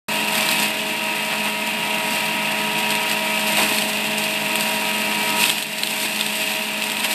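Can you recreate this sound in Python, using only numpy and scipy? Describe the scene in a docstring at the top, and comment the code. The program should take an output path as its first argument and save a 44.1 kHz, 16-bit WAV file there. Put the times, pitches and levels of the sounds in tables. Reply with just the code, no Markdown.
"""A hammer mill is already running in an open yard: hammer rows and fan drone over a roar of air,
and chaff pelts the ringing steel screen. Half a second in, an armful of dry stalks is shredded in a
harsh surge of cracks and chokes the fan. Lighter feeding follows, until a big armful chokes it again
near 3.6 s. The heaviest, near 5.4 s, clogs the fan hardest and ducks the gain, which creeps back
while more stalks snap and tear to the end."""
import sys
import numpy as np
from scipy import signal
from scipy.fft import rfft, irfft
from scipy.io import wavfile

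SR = 44100
rng = np.random.default_rng(int(sys.argv[2]) if len(sys.argv) > 2 else 0)


def materialize(psi):
    """Save the field psi as 16-bit PCM at rate SR to the path in sys.argv[1].

    A 1-D psi becomes a single channel; in a 2-D psi each row is a channel.
    """
    bounded = np.clip(np.atleast_2d(psi).T, -1, 1)
    quanta = np.round(bounded * 32767).astype(np.int16)
    wavfile.write(sys.argv[1], SR, quanta)


N = 314874
T = np.arange(N) / SR

# The rotor sags under each bundle. Each row: time in seconds, speed in turns per second.
ROTOR_SPEED = [(0.2, 52.97), (0.5, 52.96), (0.75, 52.91), (1.2, 52.97), (2.2, 52.99), (3.4, 52.99),
               (3.85, 52.84), (4.5, 52.95), (5.4, 52.99), (5.85, 52.91), (6.4, 52.91), (7.05, 52.94)]
# The bed of the mill. Each row: time in seconds, then faders in dB for hammer tone, fan tone and air roar.
BED_LEVELS = [(.1, -32, -33, -30), (1, -35, -35, -32), (1.4, -34, -34, -30.5), (2.45, -35, -33, -31),
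              (2.62, -32, -32, -31), (3.1, -32.5, -32.5, -30), (3.65, -32, -34, -30),
              (4.15, -31.5, -34, -30), (5.05, -34.5, -33.5, -30.5), (5.38, -32, -29.5, -31.5),
              (5.5, -36.5, -30, -32), (6.1, -33.5, -38, -31.5), (7.1, -35, -36.5, -31.5)]
# Partials of the drone. Each row: multiple of the rotor speed, relative level in dB.
HAMMER_PARTIALS = [(2, -24), (3, -18), (4, 0.5), (5, -19.5), (6, -15), (8, -5), (12, 0)]  # four rows of hammers
FAN_PARTIALS = [(18, 0.5), (24, -7.5), (36, -10.5)]  # six fan blades
BUZZ_PARTIALS = [(38, -12), (40, -5), (44, 0), (45, -9), (47, -7), (48, -5), (49, -9), (51, -7), (52, -6),
                 (54, -5), (60, -13)]  # steel shaken in step with the rotor
# Resonances. Each row: pitch in Hz, bandwidth in Hz, relative level in dB.
DUCT_MODES = [(160, 11, -6), (222.7, 27, 1), (257, 36, 0.5), (314, 43, 0.5)]  # hollow casing and duct
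STEEL_MODES = [(754, 5, -7), (1710, 14, -11), (1993, 8, -5), (2384, 16, -8), (2564, 25, -3), (2640, 70, -1),
               (2770, 60, -3), (2848, 12, -1), (3177, 22, -7)]  # ringing screen and hammers
# EQ curves. Each row: frequency in Hz, relative level in dB.
ROAR_EQ = [(25, -60), (65, -27), (100, -18.5), (160, -2.5), (330, -12.5), (480, -9), (600, -1), (900, 2),
           (1040, 0), (1200, -6.5), (1600, -4.5), (1850, -1.5), (2200, -6), (4000, -25)]  # rushing air
CHAFF_EQ = [(40, -72), (900, -30.5), (1700, -8), (2200, -8.5), (2400, -2.5), (2600, 5.5), (2820, 1),
            (2980, -5), (3300, -5), (4200, -13), (5000, -18), (6300, -27), (9000, -23.5), (15000, -41)]  # chaff on the screen
SHRED_EQ = [(40, -37), (250, -6), (800, -9.5), (2200, 3), (3600, 6.5), (4600, 5.5), (5700, -2), (6600, -3),
            (7900, 4.5), (8900, 5), (10500, -5), (11400, 3), (14100, -2.5), (15500, -46)]  # tearing fibres
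SNAP_EQ = [(40, -54), (500, -8), (1400, -5), (2200, 3.5), (3000, 7), (4400, 2), (5300, -3), (6300, -13),
           (8400, 2), (10400, -11.5), (11800, -15), (14000, -16), (15500, -43)]  # a breaking stalk
THUMP_EQ = [(30, -32), (90, -22), (170, -10), (260, 4), (330, -2), (450, -6), (1000, -33), (4000, -60)]  # a blow to the chute
# Shredded stalks clog the fan. Each row: start in seconds, seconds until it starts to clear,
# loss of fan tone in dB.
FAN_CLOGS = [(0.608, 0.19, 7), (3.675, 0.67, 4.5), (5.472, 0.31, 10), (5.8, 0.92, 1)]
# The steady feed between surges. Each row: time in seconds, chaff fader in dB, shredding fader in dB.
STEADY_FEED = [(.1, -25.5, -32), (.85, -26.5, -33.5), (1.9, -26, -34), (2.7, -25, -33.5), (3.4, -25, -32),
               (4.1, -26, -32), (4.7, -25.5, -31.5), (5.4, -26, -31), (5.68, -26, -32), (5.9, -25, -28),
               (6.5, -23.5, -28.5), (6.93, -26.5, -33), (7.14, -25, -26)]
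# Armfuls drawn in. Each row: peak time, rise and fall in seconds, shredding fader in dB.
ARMFULS = [(.36, 0.031, 0.051, -28), (.5, 0.062, 0.09, -28), (.62, .035, 0.051, -26.5),
           (2.15, 0.086, 0.045, -31.5), (2.79, 0.025, 0.031, -35), (2.92, 0.027, 0.033, -39),
           (3.1, 0.036, 0.033, -32), (3.49, 0.018, 0.048, -29), (3.59, 0.026, 0.096, -23.5),
           (3.77, 0.058, 0.048, -26), (3.89, 0.013, 0.027, -29.5), (4.24, 0.026, 0.013, -33),
           (4.64, 0.046, 0.14, -32.5), (5.3, 0.062, 0.079, -33), (5.445, 0.042, 0.089, -20),
           (5.61, 0.034, 0.02, -32), (6.035, 0.033, 0.019, -25), (6.39, 0.044, 0.13, -30.5),
           (6.84, 0.032, 0.055, -33), (7.05, 0.008, 0.0096, -23.5), (7.115, .02, 0.02, -29)]
# Bundles dragged in at once. Each row: peak time and half length in seconds,
# then faders in dB for tearing, dull rumble and thump.
BUNDLES = [(0.427, 0.015, -23.5, -29, -42), (.497, 0.018, -30, -28, -42), (1.328, 0.027, -29, -28.5, -47),
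           (1.475, .025, -26, -26.5, -47), (3.594, 0.016, -20.5, -21.5, -30), (3.625, 0.015, -25, -30, -28),
           (3.67, 0.04, -28, -33, -40), (3.72, .012, -27, -33, -28), (5.447, 0.018, -16.5, -41, -46),
           (6.054, 0.0079, -18, -24, -38), (7.052, 0.012, -13.5, -29, -46)]
# Thick stalks snapping. Each row: start in seconds, level in dB, clack pitch in Hz,
# then clack and fibre tail in dB relative to that level.
THICK_STALKS = [(0.353, -18, 3900, -6, -7), (0.4076, -14, 3700, -5, -10), (0.428, -16.5, 3300, -2, -13),
                (0.4885, -11, 3960, 1, -13), (0.511, -17, 3020, -6, -12), (0.524, -19, 3700, -5, -14),
                (0.599, -18, 3500, -8, -9), (0.6268, -16, 3340, -8, -12), (2.7874, -18, 4300, -12, -9),
                (2.9046, -14.5, 3800, -10, -10), (2.919, -22, 4500, -6, -14), (2.952, -15, 2880, -10, -15),
                (3.1136, -18, 2820, -6, -6), (3.785, -12.5, 4120, 0, -18), (3.8222, -16, 3070, 3, -8),
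                (4.181, -20, 3900, -17, -2), (4.238, -17, 3900, -6, -8), (4.308, -22, 3700, -8, -10),
                (4.556, -16.5, 2760, 4, -5), (4.597, -22, 4500, -12, -3), (4.6075, -16.5, 4500, -12, -9),
                (5.2925, -15.5, 3260, -3, -12.5), (5.4397, -9, 3030, 1, -13), (5.481, -16, 4300, -8, -8),
                (5.4955, -7, 3140, -1, -18), (5.5008, -7, 3200, 0.5, -19), (5.582, -16, 3630, -4, -9),
                (5.6246, -17, 3320, -2, -6), (5.783, -15.5, 3350, -5, -7), (5.834, -9, 3930, -0.5, -14),
                (5.872, -15, 3600, -4, -12), (6.1615, -17.5, 2840, -4, -13), (6.192, -18, 3900, -3, -15),
                (6.1976, -17, 3040, -4, -17), (6.2103, -8, 3400, -4, -16), (6.2638, -14.5, 3950, 0, -8),
                (6.822, -17, 3000, -1, -8), (6.8392, -13.5, 2850, 0, -16), (6.8985, -14.5, 3600, -2, -13),
                (6.917, -18, 2870, 4, -6), (6.968, -17, 2840, -2, -14), (7.002, -21, 3690, 3, -11),
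                (7.0355, -18, 3200, -4, -14), (7.1108, -15, 3860, -6, -7)]

SURGE_CHAFF, SURGE_AIR = 0.33, 0.24  # share of a surge's lift in dB that chaff and air follow


def amp(db):
    """Decibels to gain."""
    return 10 ** (np.asarray(db) / 20)


def unit(x):
    """Scales to an rms of 1."""
    return x / np.sqrt(np.mean(x ** 2) + 1e-20)


def curves(rows):
    """Automation lanes: each column of a table, joined by straight lines in time."""
    times, *columns = np.transpose(rows)
    return [np.interp(T, times, column) for column in columns]


def wander(hz):
    """Random drift of rms 1, rolled off above hz."""
    f = np.fft.rfftfreq(N, 1 / SR)
    return unit(irfft(rfft(rng.standard_normal(N)) / (1 + (f / hz) ** 4), N))


def colour(x, eq, size=4096):
    """Minimum-phase EQ of unit energy: sharp attacks, short tails."""
    hz, db = np.transpose(eq)
    f = abs(np.fft.fftfreq(size, 1 / SR))
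    log_gain = np.log(amp(np.interp(np.log(f + 1), np.log(hz), db)))
    response = np.exp(np.conj(signal.hilbert(log_gain)))
    taps = np.fft.ifft(response).real[:size // 2]
    return signal.oaconvolve(x, taps / np.linalg.norm(taps))[:N]


def ring(x, modes):
    """Drives a bank of damped resonances of alternating polarity; the result has an rms of 1."""
    t = T[:SR // 2]
    taps = np.zeros(len(t))
    for k, (hz, width, db) in enumerate(modes):
        decay = amp(db) * np.sqrt(width) * np.exp(-np.pi * width * t)
        taps += (-1) ** k * decay * np.cos(2 * np.pi * hz * t)
    return unit(signal.oaconvolve(x, taps)[:N])


def impacts(per_s, spread_db):
    """Random tiny blows, most weak and a few strong."""
    size = amp(spread_db * np.minimum(rng.exponential(1, N), 4))
    return unit(size * rng.choice([-1, 1], N) * (rng.random(N) < per_s / SR))


def bursts(per_s, spread_db, decay_s):
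    """Envelope of random breaks: each hits at once and dies away."""
    onsets = abs(impacts(per_s, spread_db))
    return unit(signal.lfilter([1], [1, -np.exp(-1 / (decay_s * SR))], onsets))


def tones(turns, partials, waver, waver_hz):
    """Partials locked to the rotor, each wavering in level and phase."""
    out = np.zeros(N)
    for order, db in partials:
        angle = 2 * np.pi * (round(order) * turns + rng.random())
        in_phase = (1 + waver * wander(waver_hz)) * np.cos(angle)
        quadrature = waver * wander(waver_hz) * np.sin(angle)
        out += amp(db) * (in_phase + quadrature)
    return out / np.sqrt(1 / 2 + waver ** 2)


def choking(clog_s=0.16, clear_s=0.19):
    """Loss of fan tone in dB: it builds as the fan clogs, holds, and clears."""
    loss_db = np.zeros(N)
    for start, length, db in FAN_CLOGS:
        filling = (T - start) / clog_s
        clearing = 1 - (T - start - length) / clear_s
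        loss_db += db * np.clip(np.minimum(filling, clearing), 0, 1)
    return loss_db


def feed():
    """An uneven feed swells with each armful: chaff fader, shredding fader and the surge's lift, in dB."""
    chaff_db, steady_db = curves(STEADY_FEED)
    power = amp(steady_db) ** 2
    for peak_s, rise_s, fall_s, db in ARMFULS:
        width_s = np.where(T < peak_s, rise_s, fall_s)
        power += amp(db) ** 2 * np.exp(-((T - peak_s) / width_s) ** 2)
    shred_db = 10 * np.log10(power)
    surge_db = shred_db - steady_db
    uneven = wander(hz=3.9)
    screen_db = chaff_db + SURGE_CHAFF * surge_db + 0.2 * uneven
    return screen_db, shred_db + 0.53 * uneven, surge_db


def air(surge_db, muffled_hz=(1000, 1650)):
    """Turbulent air rushes through the casing and booms in the duct; a clog scoops out its mids."""
    _, _, roar_db = curves(BED_LEVELS)
    swell_db = SURGE_AIR * surge_db + 0.63 * wander(hz=2.5)
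    rush = amp(roar_db + swell_db) * colour(rng.standard_normal(N), ROAR_EQ)
    mids = signal.sosfiltfilt(signal.butter(2, muffled_hz, "band", fs=SR, output="sos"), rush)
    rush -= (1 - amp(-0.4 * choking())) * mids
    boom = ring(rng.standard_normal(N), DUCT_MODES)
    boom = signal.sosfilt(signal.butter(3, 120, "high", fs=SR, output="sos"), boom)
    return rush + amp(-38 + 1.1 * swell_db) * boom


def drone(turns):
    """Hammer rows and fan blades chop the air and shake the steel."""
    hammer_db, fan_db, _ = curves(BED_LEVELS)
    choke_db = choking()
    hammers = amp(hammer_db - 2.4) * tones(turns, HAMMER_PARTIALS, waver=0.21, waver_hz=8)
    fan = amp(fan_db - choke_db) * tones(turns, FAN_PARTIALS[:1], waver=0.081, waver_hz=4.6)
    # a clog dulls the fan's overtones most and the steel's buzz least
    overtones = amp(fan_db - 2.1 * choke_db) * tones(turns, FAN_PARTIALS[1:], waver=0.16, waver_hz=6.4)
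    buzz = amp(-36.3 - 0.5 * choke_db) * tones(turns, BUZZ_PARTIALS, waver=0.55, waver_hz=5)
    return hammers + fan + overtones + buzz


def screen(turns, screen_db):
    """Clumps of chaff pelt the ringing steel screen, harder once a turn and at each of four hammer rows."""
    angle = 2 * np.pi * turns
    grains = impacts(per_s=6000, spread_db=2.5)
    pulse_db = 0.5 * np.cos(angle) + 0.5 * np.cos(4 * angle) + 0.6 * wander(hz=58)
    blows = grains * unit(amp(pulse_db)) * amp(screen_db)
    return amp(-0.5) * colour(blows, CHAFF_EQ) + amp(screen_db - 10.5) * ring(blows, STEEL_MODES)


def shredding(shred_db):
    """Dry fibres arrive in clumps and crack by the thousand, over the hiss of dust."""
    cracks = amp(-1.5) * impacts(per_s=5000, spread_db=2.0)
    dust = amp(-2.5) * rng.standard_normal(N)
    clumps = unit(amp(1.26 * wander(hz=58)))
    return colour((cracks + dust) * clumps * amp(shred_db - 0.25), SHRED_EQ)


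def splinters(shred_db):
    """Thin stems split at random in short, bright ticks that ride the shredding level."""
    force = bursts(per_s=110, spread_db=1.5, decay_s=0.0015) * amp(shred_db)
    dull, bright = rng.standard_normal((2, N))
    return amp(-9.5) * colour(force * dull, SNAP_EQ) + amp(-6.5) * colour(force * bright, SHRED_EQ)


def snaps(attack_s=0.00086, tail_s=0.012):
    """A thick stalk gives way in milliseconds: a crack, a pitched clack and a crackling tail of fibres."""
    force, clacks, tails = np.zeros((3, N))
    bend_rad = 0.8 * wander(hz=300)  # the clack's pitch bends as the stalk splits
    for start_s, db, hz, clack_db, tail_db in THICK_STALKS:
        at = round(start_s * SR)
        age = T[:N - at]
        burst = amp(db) * age / attack_s * np.exp(1 - age / attack_s)
        force[at:] += burst
        clacks[at:] += amp(clack_db) * burst * np.sin(2 * np.pi * hz * age + bend_rad[at:])
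        tails[at:] += amp(db + tail_db) * np.exp(-age / tail_s)
    fibres = colour(tails * impacts(per_s=1600, spread_db=2), SHRED_EQ)
    cracks = amp(-1.5) * colour(force * rng.standard_normal(N), SNAP_EQ)
    return cracks + clacks + fibres


def gulps():
    """A whole bundle tears in a volley, hits the screen, rumbles round the casing and thumps the chute."""
    tear, rumble, thump = np.zeros((3, N))
    for peak_s, half_s, tear_db, rumble_db, thump_db in BUNDLES:
        swell = np.exp(-((T - peak_s) / half_s) ** 2)
        tear += amp(tear_db) * swell
        rumble += amp(rumble_db) * swell
        thump += amp(thump_db) * swell
    volley = tear * bursts(per_s=1100, spread_db=1.0, decay_s=0.002)
    breaks, hits, rush, push = rng.standard_normal((4, N))
    crunch = amp(-8.5) * colour(volley * breaks, SNAP_EQ) + amp(-1) * colour(volley * hits, CHAFF_EQ)
    weight = colour(rumble * rush, ROAR_EQ) + colour(thump * push, THUMP_EQ)
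    return crunch + weight


def scene():
    """The machine's bed with the breaking stalks on top, the same in both channels."""
    turns = np.cumsum(curves(ROTOR_SPEED)[0]) / SR
    screen_db, shred_db, surge_db = feed()
    machine = drone(turns) + air(surge_db) + screen(turns, screen_db)
    stalks = shredding(shred_db) + splinters(shred_db) + snaps() + gulps()
    return np.array([machine + stalks] * 2)


def record(dry, open_s=0.0824, sense_s=0.025, limit_db=-17, release_db_per_s=1.35, cutoff_hz=15400):
    """A quick fade-in, gain control that ducks fast and recovers slowly, a soft clip and a low-pass."""
    opened = dry * np.clip((T - open_s) / 0.0037, 0, 1)
    pole = np.exp(-1 / (sense_s * SR))
    power_db = 10 * np.log10(signal.lfilter([1 - pole], [1, -pole], opened[0] ** 2) + 1e-12)
    release_db = release_db_per_s * T
    held_db = np.maximum.accumulate(power_db + release_db) - release_db
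    ducked = opened * amp(-np.maximum(held_db - limit_db, 0))
    rounded = ducked / (1 + (ducked / 0.8) ** 6) ** (1 / 6)
    low_pass = signal.firwin(401, cutoff_hz, window=("kaiser", 8), fs=SR)
    return signal.oaconvolve(rounded, low_pass[None], "same")


dry = scene()
out = record(dry)
materialize(out)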